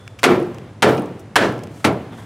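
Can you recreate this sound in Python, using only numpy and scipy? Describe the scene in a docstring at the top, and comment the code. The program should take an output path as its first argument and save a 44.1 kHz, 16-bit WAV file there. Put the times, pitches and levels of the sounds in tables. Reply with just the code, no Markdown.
"""A yard, close to a pickup bed. A machine hums; a jacket rustles, a faint squeak fades, and a plastic
cap ticks under one hand. A gloved fist then pounds the cap onto the bed rail four times. At each blow
the plastic cracks, the steel side panel booms and a limiter ducks the level. The panel rattles as it
swings back from the first three; a loose metal part clinks after all four. The jacket swishes last."""
import sys
import numpy as np
from scipy import signal
from scipy.fft import rfft, irfft, next_fast_len
from scipy.io import wavfile
from scipy.ndimage import minimum_filter1d, map_coordinates

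SR = 44100
rng = np.random.default_rng(int(sys.argv[2]) if len(sys.argv) > 2 else 0)


def waveform_to_disk(signal):
    """Save audio, clipped to [-1, 1], as 16-bit WAV at the path in sys.argv[1]."""
    frames = np.transpose(np.atleast_2d(signal))
    scaled = np.clip(frames, -1, 1) * 32767
    samples = np.round(scaled).astype(np.int16)
    wavfile.write(sys.argv[1], SR, samples)


N = 99225

# Fist blows: start_s, level_db, touch_db, slap_db, seat_s (delay until the cap bottoms out),
# boom_hz, boom_db, clack_hz, clack_db, bass_db, treble_db, t60_factor
BLOWS = [(0.2321, 0.5, -8, 0.5, 0.00706, 359, 7, 2280, 2.5, -8, -1.5, 0.99),
         (0.8224, -1, 0, -3.5, 0.0036, 412, 2.5, 2900, 0.5, -1.5, -1.5, 1.0),
         (1.3575, -1.5, -3.5, 1.5, 0.00393, 556, 1, 1627, 6.5, -5, 6.5, 0.97),
         (1.8440, -3.5, -4.5, -3.5, .002, 744, 5, 2280, 3.5, 7, -5, 0.63)]


def amp(db):
    """Decibels to gain."""
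    return 10 ** (np.asarray(db) / 20)


def along(points, hz):
    """Interpolate (hz, value) points on a log axis."""
    knots_hz, values = np.transpose(points)
    return np.interp(np.log(hz + 1), np.log(knots_hz + 1), values)


def bump(hz, centre_hz, octaves):
    """Bell of height 1 on the log-frequency axis."""
    return np.exp(-.5 * (np.log2((hz + 1) / centre_hz) / octaves) ** 2)


def wobble(rate_hz):
    """Smooth random curve with knots at rate_hz."""
    return map_coordinates(rng.standard_normal(int(N * rate_hz / SR) + 4), [np.arange(N) * rate_hz / SR])


def noise(base_db, extra_db=lambda hz: 0 * hz, width_db=0, size=SR):
    """Nearly mono noise: base colour at rms 1, extra colour on top; width_db lifts the side signal."""
    # Side over mid, before width_db: freq_hz, gain_db
    side_spectrum = [(30, 9), (80, -42), (400, -38.5), (1200, -27.5), (2800, -20.5), (5000, -17),
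                     (14000, -22)]
    hz = np.fft.rfftfreq(size, 1 / SR)
    gain = amp(base_db(hz))
    gain = gain / np.sqrt(np.mean(gain ** 2)) * amp(extra_db(hz))
    side_gain = gain * amp(width_db + along(side_spectrum, hz))
    mid, side = irfft(rfft(rng.standard_normal((2, size))) * [gain, side_gain], size)
    return np.array([mid + side, mid - side])


def add(out, start_s, sound):
    """Mix a sound in at start_s."""
    part = out[:, round(start_s * SR):][:, :sound.shape[-1]]
    part += sound[..., :part.shape[1]]


def decay(t, t60_s):
    """Fall of 60 dB per t60_s."""
    return np.exp(-np.log(1000) * t / t60_s)


def burst(t, t60_s, rise_s=0.00017):
    """Exponential rise and decay."""
    return (1 - np.exp(-t / rise_s)) * decay(t, t60_s)


def ring(t, hz, t60_s):
    """Vibration builds up, slowest in the bass, then dies away."""
    return burst(t, t60_s, rise_s=0.018 + 1.56 / hz)


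def background():
    """Outdoor air and a wavering machine hum."""
    # Hum partials: pitch_hz, level_db
    partials = [(86, -55), (103, -44.5), (117, -49.5), (128, -64)]
    # Air spectrum: freq_hz, gain_db
    air = [(20, -62), (40, -42), (63, -4.5), (110, -2.5), (170, -6.5), (320, -13), (550, -16),
           (1500, -24.5), (3300, -34.5), (4200, -37), (10000, -44), (16000, -73)]
    t = np.arange(N) / SR
    hum = np.zeros(N)
    for hz, db in partials:
        waver = 1 + 0.37 * wobble(34)
        drift_rad = 0.55 * wobble(7.74)
        hum += amp(db) * np.sqrt(2) * waver * np.sin(2 * np.pi * hz * t + drift_rad)
    return hum + amp(-43.5) * noise(lambda hz: along(air, hz), width_db=9, size=N)


def jacket():
    """Cloth swishes as the arms and body move: dull rub, thin hiss."""
    # Swishes: centre_s, half_width_s, rub_db, hiss_db
    swishes = [(0.05, 0.15, -56.5, -65), (0.67, 0.063, -50, -74.5), (1.8, 0.089, -51, -53.5),
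               (2.127, 0.015, -41, -69), (2.196, 0.066, -44, -55)]
    # Cloth spectra: freq_hz, gain_db
    rub_spectrum = [(150, 5), (600, 7.5), (1500, 6), (2700, -6), (3500, 0), (4800, -36), (9000, -26),
                    (15000, -40)]
    hiss_spectrum = [(1000, -13), (4000, -1), (8500, 0), (12000, -7.5), (16000, -14)]
    t = np.arange(N) / SR
    centre_s, half_width_s, rub_db, hiss_db = np.transpose(swishes)
    motion = np.exp(-((t - centre_s[:, None]) / half_width_s[:, None]) ** 2)
    rub = amp(rub_db) @ motion * noise(lambda hz: along(rub_spectrum, hz), size=N)
    hiss = amp(hiss_db) @ motion * noise(lambda hz: along(hiss_spectrum, hz), size=N)
    return amp(1.7 * wobble(90)) * (rub + hiss)


def squeak():
    """Faint, thin, unsteady tone before the first blow."""
    centre_s, half_width_s, pitch_hz = 0.03, 0.12, 3470
    t = np.arange(N) / SR
    swell = np.exp(-((t - centre_s) / half_width_s) ** 2)
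    return amp(-56) * swell * np.sin(2 * np.pi * pitch_hz * t + 1.5 * wobble(254))


def cap_ticks():
    """The cap ticks and scuffs as it shifts."""
    # Ticks: start_s, level_db, t60_s, low_shelf_db
    ticks = [(0.0777, -33.5, 0.0099, 11.5), (0.1883, -45, 0.048, 15), (0.192, -39, 0.055, 9),
             (0.2167, -51, 0.052, 12), (0.223, -47, 0.038, 6), (0.545, -44.5, 0.028, 2),
             (0.584, -40.5, 0.012, 14.5), (0.978, -41.5, 0.06, 17.5), (1.058, -43, 0.018, -14),
             (1.194, -43, .08, -36), (1.58, -44, 0.029, -10), (1.591, -43.5, 0.022, 12),
             (1.635, -34, 0.027, -3), (1.672, -42.5, 0.012, 13)]
    # Tick spectrum: freq_hz, gain_db
    spectrum = [(200, -24), (700, -14), (1300, -5), (1800, -7), (2500, 1), (4000, -8), (5800, 0),
                (8500, -7), (15000, -16)]
    shelf_hz = 3630
    out, t = np.zeros((2, N)), np.arange(4096) / SR
    for start_s, db, t60_s, low_shelf_db in ticks:
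        shelf = lambda hz: low_shelf_db / (1 + (hz / shelf_hz) ** 4)
        scuff = noise(lambda hz: along(spectrum, hz), shelf, size=len(t))
        add(out, start_s, amp(db) * burst(t, t60_s) * scuff)
    return out


def pounding():
    """The fist touches, the cap seats, panel and yard ring; the spot struck sets the colour."""
    # Spectra of the plastic's crack and the yard's reverberation: freq_hz, gain_db
    slap_spectrum = [(80, -39), (300, -29), (700, 4.5), (1400, 2.5), (3200, -5), (6000, -13.5),
                     (10000, -17), (16000, -33)]
    yard_spectrum = [(50, -7), (130, 12.5), (400, 1), (1000, -9), (3000, -19.5), (5000, -31.5),
                     (15000, -42.5)]
    seat_rise_s, seat_hold_s, bass_hz, treble_hz = 0.00033, 0.0053, 182, 2520
    out, t = np.zeros((2, N)), np.arange(SR) / SR
    for (start_s, db, touch_db, slap_db, seat_s,
         boom_hz, boom_db, clack_hz, clack_db, bass_db, treble_db, t60_factor) in BLOWS:
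        spot_db = lambda hz: (boom_db * bump(hz, boom_hz, octaves=0.2)
                              + clack_db * bump(hz, clack_hz, octaves=0.094)
                              + bass_db / (1 + (hz / bass_hz) ** 2))
        steel_db = lambda hz: spot_db(hz) + treble_db * hz ** 2 / (hz ** 2 + treble_hz ** 2)
        touch = amp(touch_db) * decay(t, t60_s=0.029)
        seat = np.clip((t - seat_s) / seat_rise_s, 0, 1)
        seat *= decay(np.maximum(t - seat_s - seat_hold_s, 0), t60_s=0.093)
        crackle = amp(1.5 * wobble(1012)[:SR])
        plastic = noise(lambda hz: along(slap_spectrum, hz), spot_db, width_db=-4)
        slap = amp(slap_db - 4.5) * np.hypot(touch, seat) * crackle * plastic
        steel = panel(t, steel_db, t60_factor)
        reflections = noise(lambda hz: along(yard_spectrum, hz), width_db=5.5)
        yard = amp(-19.5) * ring(t, bass_hz, t60_s=1.23) * reflections
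        add(out, start_s, amp(db) * (slap + steel + yard))
    return out


def panel(t, colour_db, t60_factor):
    """Steel side panel: a few strong modes over a dense mass of weaker ones."""
    # Strong modes: pitch_hz, level_db, base_t60_s
    strong_modes = [(153, -8, 0.63), (189.5, -1, 0.63), (219.7, -11, 0.42), (270.4, -20, 0.49),
                    (338.2, -2.5, 0.58), (356.6, 1.5, 0.38), (411, -8.5, 0.47), (480, 0, 0.42),
                    (559, -0.5, 0.29), (728, -3.5, 0.26), (970, -7.5, 0.44), (1347, -2, 0.47),
                    (1570, -9, 0.18), (1750, -2, 0.27)]
    # Dense ringing of the whole bed: freq_hz, gain_db
    bed_spectrum = [(30, -50), (55, -36), (85, -5.5), (165, -2), (350, 0), (700, -5), (1000, -7),
                    (1500, -7.5), (3300, -19), (5000, -28), (10000, -42), (16000, -58)]
    # Its decay: freq_hz, base_t60_s
    bed_t60 = [(100, 0.51), (400, 0.64), (1500, 0.31), (4000, .33), (12000, .33)]
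    modes = mass = 0
    for hz, db, base_t60_s in strong_modes:
        gain = amp(db + colour_db(hz) + rng.normal(0, 1))
        tone = np.sin(2 * np.pi * (hz * t + rng.random()))
        modes += gain * ring(t, hz, base_t60_s * t60_factor) * tone
    dense = rfft(noise(lambda hz: along(bed_spectrum, hz), colour_db, width_db=1.5))
    centres_hz = np.geomspace(80, 12000, 8)
    bins_hz = np.fft.rfftfreq(SR, 1 / SR)
    for hz, weights in zip(centres_hz, np.eye(len(centres_hz))):
        band = irfft(dense * along(np.c_[centres_hz, weights], bins_hz), SR)
        mass += band * ring(t, hz, along(bed_t60, hz) * t60_factor)
    return amp(-15) * modes + amp(-2.5) * mass


def fist_thuds():
    """The padded fist gives each blow a short dull push."""
    out, t = np.zeros((2, N)), np.arange(SR) / SR
    push = burst(t, t60_s=0.12, rise_s=0.0071)
    for start_s, db, *_, bass_db, _, _ in BLOWS:
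        thud = noise(lambda hz: 50 * bump(hz, centre_hz=201, octaves=2))
        add(out, start_s, amp(db + bass_db - 12) * push * thud)
    return out


def panel_rattles():
    """Short hollow knocks as the panel swings back."""
    # Knocks: start_s, level_db, centre_hz
    knocks = [(0.285, -12, 215), (0.872, -6, 405), (0.972, -24.5, 780), (1.012, -28.5, 790),
              (1.408, -14, 510), (1.43, -45, 1600)]
    out, t = np.zeros((2, N)), np.arange(SR) / SR
    for start_s, db, centre_hz in knocks:
        hollow = noise(lambda hz: 45 * bump(hz, centre_hz, octaves=0.82))
        add(out, start_s, amp(db) * ring(t, centre_hz, t60_s=0.24) * hollow)
    return out


def metal_clinks():
    """A small loose metal part clinks after the blows."""
    # Clinks: start_s, level_db
    clinks = [(0.4, -40), (0.427, -42.5), (0.469, -48), (0.895, -32.5), (0.949, -39), (0.97, -38),
              (0.996, -38), (1.021, -44), (1.524, -39), (1.929, -41)]
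    out, t = np.zeros((2, N)), np.arange(4096) / SR
    for start_s, db in clinks:
        metal = noise(lambda hz: 17.5 * bump(hz, centre_hz=9530, octaves=0.047), size=len(t))
        add(out, start_s, amp(db) * burst(t, t60_s=0.015) * metal)
    return out


def scene():
    """All sources, the truck a touch to the right."""
    pan_db = 0.04
    truck = pounding() + fist_thuds() + panel_rattles() + cap_ticks() + metal_clinks()
    return truck * amp([[-pan_db], [pan_db]]) + squeak() + jacket() + background()


def record(dry):
    """Microphone low cut, fast limiter with hold and steady release, soft clip, high cut."""
    low_cut_hz, high_cut_hz, edge_hz, clip_level = 78, 15900, 350, 0.94
    threshold_db, attack_s, hold_s, release_db_per_s = -0.5, 0.0027, 0.0092, 146
    x = signal.sosfilt(signal.butter(2, low_cut_hz, "high", fs=SR, output="sos"), dry)
    peak_db = 20 * np.log10(np.abs(x).max(axis=0) + 1e-9)
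    over_db = np.maximum(peak_db - threshold_db, 0)
    half_hold = int(hold_s * SR / 2)
    held_db = -minimum_filter1d(-over_db, 2 * half_hold + 1, origin=half_hold)
    ramp_db = release_db_per_s * np.arange(N) / SR
    duck_db = np.maximum.accumulate(held_db + ramp_db) - ramp_db
    pole = np.exp(-1 / (attack_s * SR))
    x = x * amp(-signal.lfilter([1 - pole], [1, -pole], duck_db))
    x = x / (1 + (x / clip_level) ** 12) ** (1 / 12)
    size = next_fast_len(N + SR // 2)
    high_cut = (1 - np.tanh((np.fft.rfftfreq(size, 1 / SR) - high_cut_hz) / edge_hz)) / 2
    return irfft(rfft(x, size) * high_cut, size)[:, :N]


dry = scene()
out = record(dry)
waveform_to_disk(out)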